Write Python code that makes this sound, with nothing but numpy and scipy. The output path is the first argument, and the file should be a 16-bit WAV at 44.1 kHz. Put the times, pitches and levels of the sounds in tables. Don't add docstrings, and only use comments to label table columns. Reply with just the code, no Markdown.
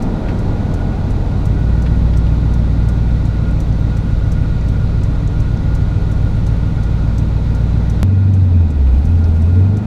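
import sys
import numpy as np
from scipy import signal
from scipy.fft import rfft, irfft
from scipy.io import wavfile
from scipy.ndimage import map_coordinates

SR = 44100
rng = np.random.default_rng(int(sys.argv[2]) if len(sys.argv) > 2 else 0)


def unload_audio(sound):
    columns = np.transpose(np.atleast_2d(sound))
    steps = np.round(np.clip(columns, -1, 1) * 32767)
    wavfile.write(sys.argv[1], SR, steps.astype(np.int16))


N = 434826

JUMP_S = 8.0308
CUTOFF_HZ = 15200
TIME = np.arange(N) / SR
LATER = TIME >= JUMP_S
FREQS = np.maximum(np.fft.rfftfreq(N, 1 / SR), 1)


def from_db(db):
    return 10 ** (np.asarray(db) / 20)


def rms_one(x):
    return x / np.sqrt(np.mean(x ** 2) + 1e-20)


def in_time(rows):
    seconds, *columns = np.transpose(rows)
    return [np.interp(TIME, seconds, column) for column in columns]


def drift(rate):
    knots = rng.standard_normal(4000)
    coarse = TIME[::50]
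    curve = map_coordinates(knots, [coarse * rate], order=3, mode="wrap")
    return rms_one(np.interp(TIME, coarse, curve))


def burst(t, rise_s, t60):
    return np.clip(1 + t / rise_s, 0, 1) * from_db(-60 * np.maximum(t, 0) / t60)


def spell(start_s, end_s, fade_s):
    return np.clip(1 + np.minimum(TIME - start_s, end_s - TIME) / fade_s, 0, 1)


def noise(spectrum):
    hz, db = np.transpose(spectrum)
    outside = np.minimum(FREQS / hz[0], 1) * np.minimum(hz[-1] / FREQS, 1)
    gain = from_db(np.interp(np.log(FREQS), np.log(hz), db)) * outside ** 2
    return rms_one(irfft(rfft(rng.standard_normal(N)) * gain, N))


def resonant_noise(hz, width_hz, size=N):
    r = np.exp(-np.pi * width_hz / SR)
    poles = [1, -2 * r * np.cos(2 * np.pi * hz / SR), r * r]
    return rms_one(signal.lfilter([1, 0, -1], poles, rng.standard_normal(size)))


def band_noise(hz, ratio, size):
    ratio = max(ratio, 1.05)
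    sos = signal.butter(2, [hz / ratio, min(hz * ratio, CUTOFF_HZ)], "band", fs=SR, output="sos")
    return rms_one(signal.sosfilt(sos, rng.standard_normal(size)))


def reflected(x, count=10):
    lags = (rng.uniform(.002, .022, count) * SR).astype(int)
    echoes = sum(np.roll(x, lag) for lag in lags)
    return rms_one(x + from_db(-22.5) * echoes)


def engine_speed():
    # time in seconds, firings per second.
    coast_speed = [(0, 61), (.65, 52.8), (1.27, 50.7), (1.6, 57.8), (1.9, 60), (2.5, 58.2), (3.7, 57.1),
                   (4.2, 55.8), (4.9, 57.1), (6.2, 56.9), (8.03, 58)]
    # time in seconds, firings per second.
    pull_speed = [(8.03, 94.8), (8.32, 96.6), (8.6, 86), (8.92, 60.5), (9.13, 86), (9.39, 81),
                  (9.86, 107.5)]
    return np.where(LATER, in_time(pull_speed)[0], in_time(coast_speed)[0])


def cycle_angle(firings_per_s, wobble, count=8):
    uneven_rate = firings_per_s * (1 + wobble * drift(14))
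    return 2 * np.pi * np.cumsum(uneven_rate) / (count * SR)


def overtones(angle, orders, rough, rough_rate):
    total = 0
    for k, db in orders:
        waver = 1 + rough * drift(rough_rate)
        line = np.sin(round(k) * angle + rng.uniform(0, 2 * np.pi))
        total = total + from_db(db) * np.sqrt(2) * waver * line
    return total


def firing_tone(angle, order, rough):
    return overtones(angle, [(order, 0)], rough, rough_rate=18)


def coasting_engine(angle, firings):
    # time in seconds, dB above cruising.
    effort = [(0, -14), (.9, -4), (1.4, -1.5), (1.9, 3.5), (3.2, .5), (4.3, -1), (5.3, -1), (6.5, -0.5),
              (8.03, 1)]
    # multiple of the four-stroke cycle rate, relative level in dB.
    burble_lines = [(2, -17), (3, -5), (5, -23), (6, -11), (11, -12.5), (12, -16), (13, -0.5), (14, -12),
                    (15, -6.5), (19, -18), (20, -7), (21, -9.5), (22, -7), (23, -9.5), (25, -13),
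                    (28, -21.5), (29, -28.5), (31, -22), (32, -19.5), (33, -23), (34, -47), (39, -27),
                    (40, -24.5), (41, -24)]
    hum_db, hum_follows = -17, 1.35
    burble_db, burble_follows = -21.5, 0.45
    octave_edge_hz, octave_fall_db_per_hz = 58, 3.5

    effort_db, = in_time(effort)
    octave_db = -22 - octave_fall_db_per_hz * np.maximum(firings - octave_edge_hz, 0)
    hum = from_db(hum_db + hum_follows * effort_db) * firing_tone(angle, order=8, rough=0.05)
    octave = from_db(octave_db) * firing_tone(angle, order=16, rough=0.07)
    burble = from_db(burble_db) * overtones(angle, burble_lines, rough=0.083, rough_rate=10)
    return hum + from_db(burble_follows * effort_db) * (octave + burble)


def exhaust_boom(angle, firings):
    null_hz, null_width_hz, null_depth_db = 77.1, 4.0, 6.0
    edge_hz, fall_db_per_hz = 98.1, 1.5
    null_db = null_depth_db * np.exp(-((firings - null_hz) / null_width_hz) ** 2)
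    boom_db = -10 - null_db - fall_db_per_hz * np.maximum(firings - edge_hz, 0)
    return from_db(boom_db) * firing_tone(angle, order=8, rough=0.083)


def exhaust_growl(angle, firings, octave_db, odd_db, count=72):
    # frequency in Hz, gain in dB.
    cab_response = [(25, -2), (70, 0.5), (100, -3.5), (150, 1), (178, -11.5), (198, -4.5), (220, 1.5),
                    (245, -10), (300, -13.5), (365, -31), (425, -18.5), (480, -25), (800, -40), (1100, -39)]
    growl_db, at_hz, db_per_octave = -28.5, 96.3, 11
    hz, db = np.transpose(cab_response)
    cycle_hz = firings[LATER] / 8
    growl = np.zeros(N)
    for k in range(6, count):
        order_db = octave_db * (k == 16) + odd_db * (k % 2)
        gain = from_db(np.interp(k * cycle_hz, hz, db) + order_db)
        growl[LATER] += gain * np.sqrt(2) * np.sin(k * angle[LATER] + rng.uniform(0, 2 * np.pi))
    level_db = growl_db + db_per_octave * np.log2(firings / at_hz)
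    return from_db(level_db + 1.0 * drift(40)) * growl


def intake(angle, firings):
    opens_s, rise_s = 9.0, .1
    airbox_hz, airbox_width_hz, airbox_db = 429, 32, -37.5
    throttle = np.clip((TIME - opens_s) / rise_s, 0, 1)
    drone = np.zeros(N)
    for k in (34, 39):
        line_hz = k * firings / 8
        resonance = 1 / (1 + ((line_hz - airbox_hz) / airbox_width_hz) ** 2)
        drone += firing_tone(angle, order=k, rough=0.45) * resonance
    return from_db(airbox_db) * throttle * drone


def pulling_engine(angle, firings):
    growl = exhaust_growl(angle, firings, octave_db=4.0, odd_db=-5.5)
    return exhaust_boom(angle, firings) + intake(angle, firings) + growl


def valve_train(angle, level_db, low_hz, high_hz, size=4096):
    pattern = signal.resample(rng.standard_normal(size // 8), size)
    chatter = np.interp(angle / (2 * np.pi) % 1, np.arange(size) / size, pattern)
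    sos = signal.butter(1, [low_hz, high_hz], "band", fs=SR, output="sos")
    twice_filtered = signal.sosfilt(sos, signal.sosfilt(sos, chatter))
    return from_db(level_db) * rms_one(twice_filtered)


def alternator(angle):
    return from_db(-47.0) * firing_tone(angle, order=76, rough=0.15)


def singing(waver_hz, flutter_db):
    # start in seconds, end in seconds, pitch in Hz, level in dB.
    sing_spells = [(.72, 0.947, 1461, -47), (1.6, 1.85, 1467, -48.5), (2.9, 3.353, 1448, -49.5),
                   (3.95, 4.75, 1447, -51.5), (5.35, 6.1, 1442, -49), (9.167, 9.86, 1416, -52)]
    waver = waver_hz * drift(30)
    flutter = from_db(flutter_db * drift(19))
    tones = np.zeros(N)
    for start_s, end_s, hz, db in sing_spells:
        tone = np.sin(2 * np.pi * np.cumsum(hz + waver) / SR)
        tones += from_db(db) * spell(start_s, end_s, fade_s=0.18) * tone
    return np.sqrt(2) * flutter * tones


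def road():
    # frequency in Hz, relative dB per Hz.
    rumble_spectrum = [(14, -22.5), (22, 0), (34, 3), (48, -1), (75, -5.5), (100, -2), (140, -11),
                       (200, -25), (400, -65.5)]
    drone_spectrum = [(70, -20.5), (120, -7), (165, -0.5), (205, 0.5), (232, 0), (255, -3), (287, -1.5),
                      (350, -14), (500, -30), (1000, -71)]
    tyre_spectrum = [(200, -28.5), (340, 0.5), (440, 2.5), (560, -3.5), (630, -2.5), (690, -7), (780, -4.5),
                     (950, -6.5), (1060, -15), (1200, -13.5), (1350, -16), (1700, -21.5), (4000, -50)]
    # time in seconds, level of the body rumble in dB.
    unevenness = [(0, -17), (.7, -19), (1.5, -22), (3, -23), (4.7, -17.5), (6.7, -21), (8, -33.5),
                  (9.15, -19.5), (9.86, -28)]
    # time in seconds, level of the tyre roar in dB.
    pace = [(0, -30), (1.4, -33.5), (4.2, -36), (8, -35.5), (8.06, -39), (9.86, -36)]
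    drone_at_pace_db, drone_follows = -36, 1.23
    drone_later_db = 1.5

    rumble_db, = in_time(unevenness)
    pace_db, = in_time(pace)
    drone_db = -28 + drone_follows * (pace_db - drone_at_pace_db) + drone_later_db * LATER
    rumble = from_db(rumble_db) * noise(rumble_spectrum)
    drone = from_db(drone_db) * noise(drone_spectrum)
    return rumble + drone + from_db(pace_db) * noise(tyre_spectrum)


def loose_surface(grains_per_s, spread_db):
    # start in seconds, end in seconds, level in dB.
    rushes = [(0, .9, -38), (9.498, 9.86, -46)]
    # start in seconds, end in seconds, level in dB.
    grit_patches = [(6.2, 6.4, -58), (8.95, 9.45, -53.5), (9.7, 9.86, -64)]
    rushing = sum(from_db(db) * spell(start_s, end_s, fade_s=1.5) for start_s, end_s, db in rushes)
    gritty = sum(from_db(db) * spell(start_s, end_s, fade_s=0.27) for start_s, end_s, db in grit_patches)
    hits = rng.random(N) < grains_per_s / SR
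    grains = hits * rng.standard_normal(N) * from_db(spread_db * drift(60))
    grit = signal.sosfilt(signal.butter(1, [1400, 3600], "band", fs=SR, output="sos"), grains)
    return rushing * band_noise(hz=706, ratio=1.185, size=N) + gritty * rms_one(grit)


def relay_snaps():
    # first snap in seconds, end in seconds,
    # snap level in dB before the overall relay level.
    blinking = [(0.0232, 8.03, -34.5), (8.3376, 9.86, -38)]
    blink_s, closed_s = .7159, .3666
    opening_softer_db, spread_db = 3.5, 0.4
    snaps = []
    for first_s, end_s, db in blinking:
        for close_s in np.arange(first_s, end_s, blink_s):
            for delay_s, softer_db in [(0, 0), (closed_s, opening_softer_db)]:
                if close_s + delay_s < end_s:
                    snaps.append((close_s + delay_s, db - softer_db + rng.normal(0, spread_db)))
    return snaps


def turn_signal(level_db, tail_db):
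    # frequency in Hz, relative dB per Hz.
    relay_spectrum = [(3000, -15), (4800, -8.5), (6000, -0.5), (6700, -4), (7100, -7), (7600, -5),
                      (8400, -8), (9200, -14), (10100, -10.5), (11400, -15.5), (12300, -19.5), (13200, -16),
                      (14700, -19.5)]
    envelope = np.zeros(N)
    for s, db in relay_snaps():
        near = np.abs(TIME - s) < .1
        t = TIME[near] - s - .0008
        crack = burst(t, rise_s=.0035, t60=0.038)
        tail = from_db(tail_db) * burst(t, rise_s=.002, t60=0.1)
        envelope[near] += from_db(db) * (crack + tail)
    return from_db(level_db) * envelope * noise(relay_spectrum)


def trim():
    # time in seconds, peak of the envelope in dB, centre in Hz.
    rattles = [(0.286, -32, 1500), (1.862, -35.5, 1850), (2.135, -39, 2200), (2.265, -40, 2200),
               (3.511, -46, 7760), (3.725, -47, 5500), (4.61, -46, 5900), (5.276, -40.5, 6720),
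               (5.572, -44, 5500), (8.87, -43, 1700), (9.241, -42, 5000)]
    cycles, reach_hz = 200, 1200
    out = np.zeros(N)
    for s, db, hz in rattles:
        near = np.abs(TIME - s) < .15
        envelope = burst(TIME[near] - s, rise_s=0.0011, t60=cycles / hz)
        out[near] += from_db(db) * envelope * band_noise(hz, 1 + reach_hz / hz, size=near.sum())
    return out


def air(flutter_db):
    # frequency in Hz, relative dB per Hz.
    fan_spectrum = [(700, -13.5), (1150, -6), (1330, -8), (1600, -12.5), (1750, -16), (2100, -10.5),
                    (2600, -13.5), (3100, -16), (3830, -12), (5200, -21), (6300, -23), (9000, -32),
                    (11800, -36), (15000, -46)]
    # frequency in Hz, width in Hz, level in dB, level after the jump in dB.
    whistles = [(1423.5, 32, -46.5, -52), (1550, 23, -70, -62.5), (1640, 22, -70, -71),
                (1934, 61, -54.5, -59), (2487, 55, -60, -56)]
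    out = from_db(np.where(LATER, -47.5, -43.5)) * reflected(noise(fan_spectrum))
    for hz, width_hz, db, later_db in whistles:
        whistle_db = np.where(LATER, later_db, db) + flutter_db * drift(22)
        out += from_db(whistle_db) * resonant_noise(hz, width_hz)
    return out


def jump_click(step_db, settle_s):
    return -from_db(step_db) * LATER * np.exp(-np.maximum(TIME - JUMP_S, 0) / settle_s)


def scene():
    firings = engine_speed()
    angle = cycle_angle(firings, wobble=.0012)
    load = np.clip((TIME - JUMP_S) / .004, 0, 1)
    exhaust = (1 - load) * coasting_engine(angle, firings) + load * pulling_engine(angle, firings)
    machinery = (1 - load) * alternator(angle)
    machinery += valve_train(angle, level_db=-42.5, low_hz=343, high_hz=906)
    machinery += singing(waver_hz=2.93, flutter_db=2.0)
    ground = road() + loose_surface(grains_per_s=4000, spread_db=2.0)
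    cab = turn_signal(level_db=-9.5, tail_db=-4) + trim() + air(flutter_db=1.86)
    return (exhaust + machinery + ground + cab + jump_click(step_db=-4.5, settle_s=.002))[None]


def record(dry):
    out = signal.sosfilt(signal.butter(2, 14, "high", fs=SR, output="sos"), dry)
    rounded = out / (1 + (out / .9) ** 8) ** (1 / 8)
    faded = rounded * spell(.003, TIME[-1] - .003, fade_s=.003)
    return signal.sosfilt(signal.ellip(12, .1, 110, CUTOFF_HZ, fs=SR, output="sos"), faded)


dry = scene()
out = record(dry)
unload_audio(out)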